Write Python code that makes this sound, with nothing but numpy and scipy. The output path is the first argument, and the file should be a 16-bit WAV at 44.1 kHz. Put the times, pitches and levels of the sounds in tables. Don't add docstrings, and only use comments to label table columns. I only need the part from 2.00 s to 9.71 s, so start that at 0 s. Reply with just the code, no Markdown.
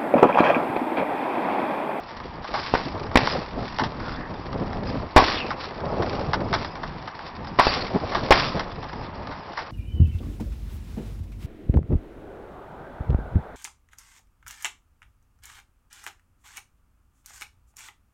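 import sys
import numpy as np
from scipy import signal
from scipy.fft import rfft, irfft
from scipy.io import wavfile

SR = 44100
rng = np.random.default_rng(int(sys.argv[2]) if len(sys.argv) > 2 else 0)


def log_audio(samples):
    frames = np.atleast_2d(samples).T
    limited = np.clip(frames, -1, 1)
    pcm = np.round(limited * 32767).astype(np.int16)
    wavfile.write(sys.argv[1], SR, pcm)


N = 339992
TIME = np.arange(N) / SR

# time_s, rumble_db, flutter_db
GUSTS = [(0.0, -49, -40.5), (0.28, -40.5, -50.5), (0.5, -46, -41), (0.9, -35.5, -37.5), (1.36, -36, -34),
         (1.5, -42.5, -45), (1.6, -29.5, -34), (1.76, -38, -52), (1.86, -33, -38), (2.48, -37.5, -41),
         (2.62, -32.0, -37.5), (3.04, -31, -36), (3.12, -44, -46), (3.26, -39.5, -35), (3.76, -42.5, -40),
         (3.86, -33, -28.5), (4.08, -32, -28), (4.62, -34, -38.5), (4.76, -42, -42.5), (4.92, -37.5, -44),
         (5.12, -50.5, -48.5), (5.46, -37.5, -46.5), (5.72, -35.5, -31.5), (6.52, -33.5, -32.5),
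         (6.74, -38.5, -43), (7.36, -39.5, -43.5), (7.46, -47.5, -42), (7.7, -48.5, -44)]


def from_db(db):
    return 10 ** (np.asarray(db) / 20)


def unit_power(x):
    return x / np.sqrt(np.mean(x ** 2) + 1e-20)


def in_time(rows):
    time_s, *columns = np.transpose(rows)
    return [np.interp(TIME, time_s, column) for column in columns]


def keep_band(x, hz, side, order=2):
    return signal.sosfilt(signal.butter(order, hz, side, fs=SR, output="sos"), x + 1e-18)


def coloured(x, spectrum):
    hz, db = np.transpose(spectrum)
    grid_hz = np.fft.rfftfreq(N, 1 / SR) + 1
    ends = np.minimum(grid_hz / hz[0], 1) ** 2 * np.minimum(hz[-1] / grid_hz, 1) ** 2
    gain = from_db(np.interp(np.log(grid_hz), np.log(hz), db))
    return unit_power(irfft(rfft(x) * ends * gain, N))


def noise(spectrum):
    return coloured(rng.standard_normal(N), spectrum)


def drift(rate_hz):
    grid_hz = np.fft.rfftfreq(N, 1 / SR)
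    return unit_power(irfft(rfft(rng.standard_normal(N)) / (1 + (grid_hz / rate_hz) ** 2), N))


def grains(per_s, spread_db):
    sizes = from_db(spread_db * np.minimum(rng.exponential(1, N), 4)) * rng.choice([-1, 1], N)
    return unit_power(sizes * (rng.random(N) < per_s / SR))


def fade(age, fade_s):
    return (age >= 0) * from_db(-60 * np.maximum(age, 0) / fade_s)


def ring(x, hz, fade_s):
    decay, turn = from_db(-60 / (fade_s * SR)), 2 * np.pi * hz / SR
    return signal.lfilter([0, np.sin(turn)], [1, -2 * decay * np.cos(turn), decay ** 2], x + 1e-18)


def resonance(x, hz, width_hz):
    decay = np.exp(-np.pi * width_hz / SR)
    feedback = [1, -2 * decay * np.cos(2 * np.pi * hz / SR), decay ** 2]
    return signal.lfilter(np.array([1, 0, -1]) * (1 - decay ** 2) / 2, feedback, x + 1e-18)


def swells(rows):
    return sum(from_db(db) * np.exp(-((TIME - s) / half_s) ** 2 / 2) for s, db, half_s in rows)


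def around(s):
    span = slice(max(int(s * SR) - SR // 10, 0), min(int(s * SR) + SR // 2, N))
    return span, TIME[span] - s


def wind():
    # pitch_hz, level_db
    rumble_tone = [(20, -3), (65, 0), (130, -1), (250, -5), (450, -15), (1000, -35.5)]
    flutter_tone = [(100, -10.5), (260, 5), (600, 7), (900, 1), (1400, -11), (2500, -27.5), (5500, -53.5)]
    rumble_db, flutter_db = in_time(GUSTS)
    swirl_db = 2 * drift(18)
    rumble = from_db(rumble_db + 0.5 + swirl_db + drift(21)) * noise(rumble_tone)
    flutter = from_db(flutter_db - 0.25 + swirl_db + 2.7 * drift(40)) * noise(flutter_tone)
    return rumble + flutter


def traffic():
    # pitch_hz, level_db
    hum_tone = [(200, -29.5), (450, -15.5), (700, 2), (920, 7), (1100, 3), (1350, -7.5), (1800, -4),
                (2900, -15), (5600, -32)]
    return from_db(-42 + 0.28 * drift(5.6)) * noise(hum_tone)


def crackle():
    _, flutter_db = in_time(GUSTS)
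    clicks = grains(per_s=350, spread_db=2) * from_db(1.6 * drift(15))
    burst = rng.standard_normal(SR // 20) * fade(TIME[:SR // 20], fade_s=0.011)
    ticks = signal.fftconvolve(clicks, burst)[:N]
    tick_tone = [(500, -0.5), (1100, 23), (2000, -3), (3000, -5), (5500, -3)]   # pitch_hz, level_db
    return from_db(-28 + 0.48 * flutter_db) * coloured(ticks, tick_tone)


def chain_motion():
    # start_s, level_db, hold_s
    jolts = [(0.541, -39.5, 0.3), (1.165, -34, 0.16), (3.175, -30, 0.13), (5.599, -30, 0.14),
             (6.321, -28, 0.089)]
    # peak_s, level_db, half_length_s
    slides = [(0.5, -46, 0.046), (1.68, -44.5, 0.071), (2.08, -44.5, 0.069), (2.89, -43, 0.024),
              (3.635, -38.5, 0.037), (4.13, -43.5, 0.11), (4.62, -44, 0.065), (5.25, -45.5, 0.035),
              (6.17, -41.5, 0.14), (7.04, -44, 0.015), (7.597, -43, 0.027)]
    jolting, rise_s = np.zeros(N), 0.0047
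    for start_s, db, hold_s in jolts:
        age = TIME - start_s
        rise = np.clip(age / rise_s, 0, 1)
        jolting += from_db(db) * rise * fade(np.maximum(age - hold_s, 0), fade_s=0.59)
    sway = from_db(-53.5 + 2.5 * drift(24))
    return np.sqrt(jolting ** 2 + swells(slides) ** 2 + sway ** 2)


def link_bursts(motion):
    hits = grains(per_s=58, spread_db=2)
    power = signal.fftconvolve(hits ** 2, fade(TIME[:SR // 5], fade_s=0.04) ** 2)[:N]
    merge_db = -34.5
    burst_share = 0.57 / (1 + (motion / from_db(merge_db)) ** 2)
    return np.sqrt(1 - burst_share + burst_share * np.abs(power) / power.mean())


def chain_jingle():
    # pitch_hz, level_db
    rattle_tone = [(350, -15), (700, -20), (1050, 9.5), (1450, 5), (2000, 5), (3200, -0.5), (4700, 2.5),
                   (5600, -2.5)]
    # pitch_hz, width_hz, level_db
    link_notes = [(2630, 84, 0), (3500, 97, -0.5), (4370, 67, -20.5), (5010, 96, 4)]
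    motion = chain_motion()
    rattle = link_bursts(motion) * coloured(grains(per_s=7600, spread_db=4.5), rattle_tone)
    links = sum(from_db(db + 8 * drift(24)) * resonance(grains(per_s=690, spread_db=-1.5), hz, width_hz)
                for hz, width_hz, db in link_notes)
    return motion * (from_db(3.5) * rattle + from_db(-7.5) * unit_power(links))


def chain_clanks():
    # start_s, level_db, treble_db, fade_s
    catches = [(0.201, -22.5, -15, 0.038), (0.443, -22.5, -13.5, 0.089), (0.539, -15, -14.5, 0.29),
               (1.2725, -5.5, -11.5, 0.015), (1.786, -9.5, -12, 0.0092), (1.794, -11.5, -14, 0.13),
               (1.836, -19, -6, 0.12), (3.505, -15.5, -14.5, 0.1), (4.023, -17, -14, 0.087),
               (4.333, -5.5, -14.5, .02), (4.340, -12, -11, 0.07), (4.528, -11, -13, .035),
               (4.538, -9, -10.5, 0.11), (4.646, -23, -9.5, 0.1), (4.754, -25, -12, 0.086),
               (4.832, -19.5, -15.5, 0.11), (5.075, -22, -13, 0.1), (6.118, -18.5, -16, 0.13),
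               (6.148, -15, -11.5, 0.18), (6.565, -19.5, -13, 0.21), (6.594, -16, -10, 0.078),
               (7.271, -22, -11.5, .029), (7.312, -26.5, -15, 0.22), (7.573, -19, -16, 0.21)]
    # pitch_hz, level_db, fade_s
    hook_notes = [(657, 2, 0.0092), (860, -0.5, 0.03), (1052, 3.5, 0.016), (1230, 4, 0.01),
                  (1504, 2, 0.012), (1760, -1.5, 0.012), (2180, -5, 0.012)]
    out, chatter = np.zeros(N), grains(per_s=1200, spread_db=1.5)
    slips_per_s = 3.8
    slips = [(s, -26, -12, 0.044) for s in TIME[:-1][rng.random(N - 1) < slips_per_s / SR]]
    for start_s, db, treble_db, fade_s in list(catches) + slips:
        span, age = around(start_s)
        force = 0.11 * chatter[span] * fade(age, fade_s)
        force[np.searchsorted(age, 0)] += 1
        hook = sum((-1) ** k * from_db(note_db) * ring(force, hz * rng.normal(1, 0.026), ring_s)
                   for k, (hz, note_db, ring_s) in enumerate(hook_notes))
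        tick = keep_band(keep_band(force, 1900, "high"), 5000, "low")
        out[span] += from_db(db - 8.5) * hook + from_db(db + treble_db + 24.5) * tick
    return keep_band(out, 520, "high")


def footfalls():
    # peak_s, level_db, half_length_s
    steps = [(0.257, -33.5, 0.0077), (0.869, -24.5, 0.0065), (1.382, -29.5, 0.018), (1.825, -24.5, 0.014),
             (2.486, -30, 0.0025), (2.623, -25, 0.012), (2.952, -23, 0.01), (3.948, -33.5, .012),
             (4.56, -28.5, 0.013), (5.955, -19, 0.013)]
    return swells(steps) * noise([(40, -10), (170, 9.5), (400, 2), (800, -6), (1600, -19.5)])


def puff(age):
    half_width_s, suction = 0.00027, 0.65
    phase = age / half_width_s
    return -phase * np.exp((1 - phase ** 2) / 2) * np.where(age < 0, 1, suction)


def thud(age):
    # pitch_hz, level_db, fade_s
    filling_notes = [(42.2, 1.5, 0.058), (75, -9, 0.12), (116, -12.5, 0.06), (278, -3, 0.03),
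                     (368, -16.5, 0.036), (590, -13, 0.013)]
    return sum(from_db(db) * fade(age, fade_s) * -np.sin(2 * np.pi * hz * rng.normal(1, 0.045) * age)
               for hz, db, fade_s in filling_notes)


def slap(cover, age, hz, fade_s):
    return unit_power(cover + 1.5 * resonance(cover, hz, width_hz=0.7 * hz)) * fade(age, fade_s)


def bag_blows():
    # start_s, puff_db, thud_db, boom_hz, boom_db,
    # slap_db, slap_hz, slap_fade_s, fold_delay_s, fold_db, fold_hz, fold_fade_s
    blows = [(0.7391, -1.5, -20.5, 548, -26, -18.5, 700, 0.1, .012, -16.5, 1480, .04),
             (1.1567, 2.5, -13.5, 244, -5, -5.5, 1960, 0.034, .0155, -5.5, 2120, .028),
             (3.1627, 9.5, -1.5, 313, -7, -1.5, 910, 0.14, .016, -11, 1600, 0.05),
             (5.5884, -10, -28, 352, -15, -12, 1080, 0.15, 0.0077, -6.5, 1030, .06),
             (5.669, -8, -17, 543, -11.5, -17, 500, 0.067, .012, -27.5, 900, .05),
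             (6.3072, -3.5, -10, 387, -7, -3.5, 630, 0.08, 0.013, -7, 1980, 0.069)]
    # pitch_hz, level_db
    cover_tone = [(40, -7.5), (180, -18.5), (400, -6), (850, 3), (1100, 2.5), (1300, -9), (1500, -3),
                  (1950, -4.5), (2900, -11), (5400, -14.5)]
    out, cover, crease = np.zeros(N), noise(cover_tone), noise(cover_tone)
    for (start_s, puff_db, thud_db, boom_hz, boom_db, slap_db, slap_hz, slap_fade_s,
         fold_delay_s, fold_db, fold_hz, fold_fade_s) in blows:
        span, age = around(start_s)
        boom = -np.sin(2 * np.pi * boom_hz * age) * fade(age, fade_s=0.031)
        strike = from_db(puff_db) * puff(age) + from_db(thud_db) * thud(age) + from_db(boom_db) * boom
        strike += from_db(slap_db) * slap(cover[span], age, slap_hz, slap_fade_s)
        fold_age = age - fold_delay_s
        fold = from_db(3.5) * puff(fold_age) + from_db(-14) * thud(fold_age)
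        fold += slap(crease[span], fold_age, fold_hz, fold_fade_s)
        settle = slap(crease[span], age - 0.02, hz=800, fade_s=0.26)
        settle = keep_band(settle, 1800, "low", order=1)
        out[span] += strike + from_db(fold_db) * fold + from_db(thud_db - 13.5) * settle
    return out


def yard(x):
    # delay_s, level_db
    bounces = [(.016, -15.5), (.034, -16.5), (.061, -18.5)]
    dull = keep_band(x, 4300, "low", order=1)
    echoes = sum(from_db(db) * np.interp(TIME - delay_s, TIME, dull, left=0) for delay_s, db in bounces)
    age = TIME[:SR]
    scatter = rng.standard_normal(SR) * fade(age, fade_s=0.58) * (1 - fade(age, fade_s=0.26))
    tail = signal.fftconvolve(dull, scatter / np.linalg.norm(scatter))[:N]
    return x + echoes + from_db(-21.5) * tail


def chain_squeaks():
    # peak_s, pitch_hz, level_db, half_length_s
    rubs = [(2.092, 1416, -38, 0.055), (2.216, 1760, -42.5, 0.045), (3.366, 3460, -33.5, 0.022),
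            (3.399, 2750, -33, 0.022), (3.449, 2600, -42.5, 0.053), (5.692, 4650, -29.5, 0.02),
            (5.818, 4350, -32, 0.0079)]
    out, waver, friction = np.zeros(N), drift(150), drift(240)
    for peak_s, hz, db, half_s in rubs:
        span, age = around(peak_s)
        pitch_hz = hz * (1 + 0.0076 * waver[span])
        tone = np.sqrt(2) * np.sin(2 * np.pi * np.cumsum(pitch_hz) / SR)
        out[span] += from_db(db) * np.exp(-(age / half_s) ** 2 / 2) * friction[span] * tone
    return out


def scene():
    hum = traffic()
    chain = chain_clanks() + chain_squeaks() + chain_jingle()
    return (yard(bag_blows()) + chain + crackle() + footfalls() + wind() + hum)[None]


def record(dry):
    mic_top_hz, ceiling, overload_top_hz = 5626, 0.72, 16400
    narrow = signal.sosfilt(signal.cheby1(12, 0.3, mic_top_hz, fs=SR, output="sos"), dry)
    flattened = np.clip(narrow, -ceiling, ceiling)
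    return signal.sosfilt(signal.cheby2(12, 70, overload_top_hz, fs=SR, output="sos"), flattened)


dry = scene()
out = record(dry)
log_audio(out)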